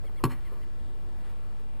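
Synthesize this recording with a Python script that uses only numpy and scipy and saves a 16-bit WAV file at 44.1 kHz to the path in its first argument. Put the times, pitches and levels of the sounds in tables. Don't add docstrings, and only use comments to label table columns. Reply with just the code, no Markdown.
import sys
import numpy as np
from scipy import signal
from scipy.fft import rfft, irfft
from scipy.io import wavfile
from scipy.ndimage import uniform_filter1d

SR = 44100
rng = np.random.default_rng(int(sys.argv[2]) if len(sys.argv) > 2 else 0)


def attenuation_scalar(level_db):
    decades = np.asarray(level_db, float) / 20
    return 10 ** decades


def materialize(psi):
    bounded = np.clip(np.atleast_2d(psi).T, -1, 1)
    quanta = np.round(bounded * 32767).astype(np.int16)
    wavfile.write(sys.argv[1], SR, quanta)


N = 79380
TIME_S = np.arange(N) / SR


def unit(x):
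    return x / np.sqrt(np.mean(x ** 2))


def noise():
    return rng.standard_normal(N)


def band(x, hz, width_hz):
    return signal.lfilter(*signal.iirpeak(hz, hz / width_hz, SR), x)


def band_twice(x, hz, width_hz):
    return band(band(x, hz, width_hz), hz, width_hz)


def high(x, hz):
    return signal.sosfilt(signal.butter(2, hz, "high", fs=SR, output="sos"), x)


def bell(t, centre, spread):
    return np.exp(-0.5 * ((t - centre) / spread) ** 2)


def ring(x, hz, t60):
    pole = np.exp((2j * np.pi * hz - np.log(1000) / t60) / SR)
    return signal.lfilter([1], [1, -pole], x + 0j).imag


def strike(force, modes):
    return sum(attenuation_scalar(db) * ring(force, hz, t60) for hz, db, t60 in modes)


def push(start_s, length_s):
    u = np.clip((TIME_S - start_s) / length_s, 0, 1)
    return np.sin(np.pi * u) ** 2 * 2 / (length_s * SR)


def fade(start_s, t60):
    return (TIME_S > start_s) * attenuation_scalar(-60 * np.abs(TIME_S - start_s) / t60)


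def walk(rate_hz):
    hold = int(SR / rate_hz)
    steps = np.repeat(rng.standard_normal(N // hold + 1), hold)
    return 1.3 * uniform_filter1d(uniform_filter1d(steps, hold), hold)[:N]


# (frequency [Hz], density [dB per Hz])
AIR_SPECTRUM = [(12, -31), (20, 1.5), (59, -0.5), (86, -7), (274, -18), (355, -16), (419, -19), (1050, -27),
                (5600, -42.5), (7280, -52), (12300, -120)]


def air():
    swell_db, flicker_db = 0.76, 1.44
    out, swell = 0, walk(1.49)
    hz_all = np.maximum(np.fft.rfftfreq(N, 1 / SR), 1)
    table_hz, table_db = np.transpose(AIR_SPECTRUM)
    colour = attenuation_scalar(np.interp(np.log(hz_all), np.log(table_hz), table_db))
    for hz in 20 * 2 ** np.arange(0, 9, 0.5):
        share = np.cos(np.pi * np.clip(np.log2(hz_all / hz), -0.5, 0.5)) * colour
        level = attenuation_scalar(swell_db * swell + flicker_db * walk(8.65))
        out = out + level * irfft(share * rfft(noise()), N)
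    return attenuation_scalar(-48.5) * unit(out)


# (time [s], spread [s], level [dB])
GRASS_STEPS = [
    (.06, .05, -67),
    (.42, .05, -68),
    (.66, .04, -72),
    (1.27, .07, -64),
    (1.58, .045, -64),
]


def grass():
    shape = sum(attenuation_scalar(db) * bell(TIME_S, s, spread) for s, spread, db in GRASS_STEPS)
    grains = noise() * attenuation_scalar(2.5 * walk(60.9))
    return shape * unit(band(grains, 650, 1100))


# (start [s], length [s], top pitch [Hz], level [dB])
BIRD_NOTES = [
    (.044, .046, 1125, -63),
    (.156, .046, 1125, -61),
    (.444, .042, 1070, -63.5),
    (.612, .033, 1060, -65),
]
# (multiple [1], level [dB], strongest place in note [0-1], spread [0-1])
BIRD_OVERTONES = [
    (1, -20, .5, .5),
    (2, 0, .75, .9),
    (3, -3, .68, .22),
    (4, -7, .27, .11),
]


def bird():
    arch_top, rise, fall = 0.48, 0.17, 0.22
    edge_s, rough_db, wobble = 0.0017, 2.5, 0.013
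    out = 0
    for s, length, hz, db in BIRD_NOTES:
        u = np.clip((TIME_S - s) / length, 0, 1)
        rising = rise * (1 - u / arch_top) ** 2
        falling = fall * ((u - arch_top) / (1 - arch_top)) ** 2
        sag = np.where(u < arch_top, rising, falling)
        phase = 2 * np.pi * np.cumsum(hz * (1 - sag + wobble * walk(300))) / SR
        voice = 0
        for multiple, tone_db, place, spread in BIRD_OVERTONES:
            level = attenuation_scalar(tone_db + rough_db * walk(201.2)) * bell(u, place, spread)
            voice = voice + level * np.sin(multiple * phase)
        edge = np.clip(np.minimum(u, 1 - u) * length / edge_s, 0, 1)
        out = out + attenuation_scalar(db) * edge * voice
    return np.sqrt(2) * out


# (delay [s], spread [s], level [dB])
TREE_CLUMPS = [
    (0.063, 0.0056, -21),
    (0.082, 0.0058, -20),
    (0.093, 0.022, -31.5),
    (.14, 0.082, -35),
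    (.3, 0.097, -31),
]


def trees(panel, skin, latch, crack):
    delay_s = np.arange(SR // 2) / SR
    shape = sum(attenuation_scalar(db) * bell(delay_s, s, spread) / np.sqrt(spread * SR) for s, spread, db in TREE_CLUMPS)
    sent = attenuation_scalar(-4) * panel + attenuation_scalar(-5.5) * skin + attenuation_scalar(-2.5) * latch
    sent = sent + attenuation_scalar(14) * band_twice(crack, 1700, 1300)
    scatter = rng.standard_normal(len(delay_s)) * attenuation_scalar(1.7 * walk(400)[:len(delay_s)])
    return signal.fftconvolve(sent, shape * scatter)[:N]


# (time [s], level [dB], frequency [Hz], t60 [s])
SMALL_KNOCKS = [
    (.043, -50.5, 497, 0.032),
    (.052, -45.5, 452, 0.033),
    (0.096, -48, 910, 0.015),
    (0.205, -49.5, 1034, 0.1),
    (0.209, -54, 393, 0.058),
    (0.217, -56, 423, 0.083),
    (0.519, -47.5, 412.6, 0.15),
    (0.52, -53, 1022, 0.11),
    (.555, -57, 966, 0.16),
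]


def ticks():
    out = 0
    for s, db, hz, t60 in SMALL_KNOCKS:
        lower = ring(push(s, 0.00031), hz, t60)
        upper = ring(push(s, 0.00043), hz * 1.2, t60)
        out = out + attenuation_scalar(db) * (lower + 0.85 * upper)
    return out


# (frequency [Hz], level [dB], t60 [s])
PANEL_MODES = [
    (132.4, -1, 0.12),
    (159, 1, 0.078),
]
# (frequency [Hz], level [dB], t60 [s])
SKIN_MODES = [
    (205, -31, 0.25),
    (250.8, 0, 0.18),
    (331, -0.5, 0.12),
    (369, 0, 0.077),
    (412, -2.5, 0.074),
    (565, -21.5, 0.34),
]
# (frequency [Hz], level [dB], t60 [s])
LATCH_MODES = [(840, -23.5, 0.15), (928, -10, 0.077), (988, -7, 0.085), (1040.6, 0, 0.067),
               (1134.5, -7, 0.11), (1343, -16, 0.086), (1486, -19, 0.058), (1624, -21.5, 0.09),
               (1886, -16, 0.023), (2496, -7.5, 0.016), (2723, -19.5, 0.059), (3520, -35, 0.042),
               (4246, -8, 0.022), (5270, -17, 0.03)]
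# (time [s], level on panel [dB], level on skin [dB])
DOOR_TUGS = [
    (0.2362, -32, -29),
    (0.2394, -57, -23),
    (0.2424, -28, -38),
    (0.2503, -20, -29.5),
    (0.2736, -45, -32),
]
# (time [s], ring level [dB], crack level [dB])
LATCH_BLOWS = [
    (.2385, -19.5, -47.5),
    (0.2411, -31.5, -31.5),
    (0.244, -36.5, -57),
    (0.2525, -30.5, -41),
    (.2600, -38, -64),
]


def door():
    skin_push_s, latch_push_s = 0.0017, 0.000065
    panel_force = sum(attenuation_scalar(panel_db) * push(s, 2 * skin_push_s) for s, panel_db, _ in DOOR_TUGS)
    skin_force = sum(attenuation_scalar(skin_db) * push(s, skin_push_s) for s, _, skin_db in DOOR_TUGS)
    latch_force = sum(attenuation_scalar(ring_db) * push(s, latch_push_s) for s, ring_db, _ in LATCH_BLOWS)
    panel = high(-strike(panel_force, PANEL_MODES), 89)
    skin = -strike(skin_force, SKIN_MODES)
    latch = high(strike(latch_force, LATCH_MODES), 760)
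    crack_shape = sum(attenuation_scalar(crack_db) * fade(s, 0.024) for s, _, crack_db in LATCH_BLOWS)
    crack = crack_shape * unit(band_twice(noise(), 2330, 5200))
    rattle_shape = attenuation_scalar(-43) * fade(LATCH_BLOWS[0][0], 0.13)
    rattle = rattle_shape * unit(band_twice(noise(), 1900, 2600))
    return panel, skin, latch, crack + rattle


def scene():
    parts = door()
    heard = air() + grass() + bird() + ticks() + sum(parts) + trees(*parts)
    return np.tile(heard, (2, 1))


# (from frequency [Hz], kept above level [dB])
TREBLE_PATCHES = [
    (12500, -85.5),
    (13300, -85.5),
    (14200, -89.5),
]


def patchy(x):
    patch_s, chance_db = 0.008, 4.5
    size = int(patch_s * SR)
    spare_db = 9 * np.clip(1 - TIME_S / 0.95, 0, 1)
    for hz, keep_db in TREBLE_PATCHES:
        top = signal.sosfiltfilt(signal.butter(8, hz, "high", fs=SR, output="sos"), x)
        level_db = 10 * np.log10(uniform_filter1d(top[0] ** 2, 2 * size) + 1e-14)
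        level_db = level_db + chance_db * walk(1 / patch_s)
        dropped = 1.0 * (level_db + spare_db < keep_db)
        x = x - top * uniform_filter1d(dropped, size // 2)
    return x


def band_limit(x):
    return signal.sosfilt(signal.butter(12, 15940, fs=SR, output="sos"), x)


CHANNEL_OFFSETS = [
    [-.0305],
    [.0282],
]


def record(dry):
    hissy = dry + attenuation_scalar(-69.5) * rng.standard_normal(dry.shape)
    x = signal.sosfilt(signal.cheby1(8, 0.5, 5620, fs=SR, output="sos"), hissy)
    slow = signal.resample_poly(x, 40, 147, axis=1)
    stairs = np.repeat(slow, 4, axis=1)
    held = signal.resample_poly(stairs, 147, 160, axis=1)[:, :N]
    held = signal.sosfilt(signal.ellip(8, 0.2, 70, 14900, fs=SR, output="sos"), held)
    mix = patchy(held) + np.array(CHANNEL_OFFSETS)
    return band_limit(mix)


dry = scene()
out = record(dry)
materialize(out)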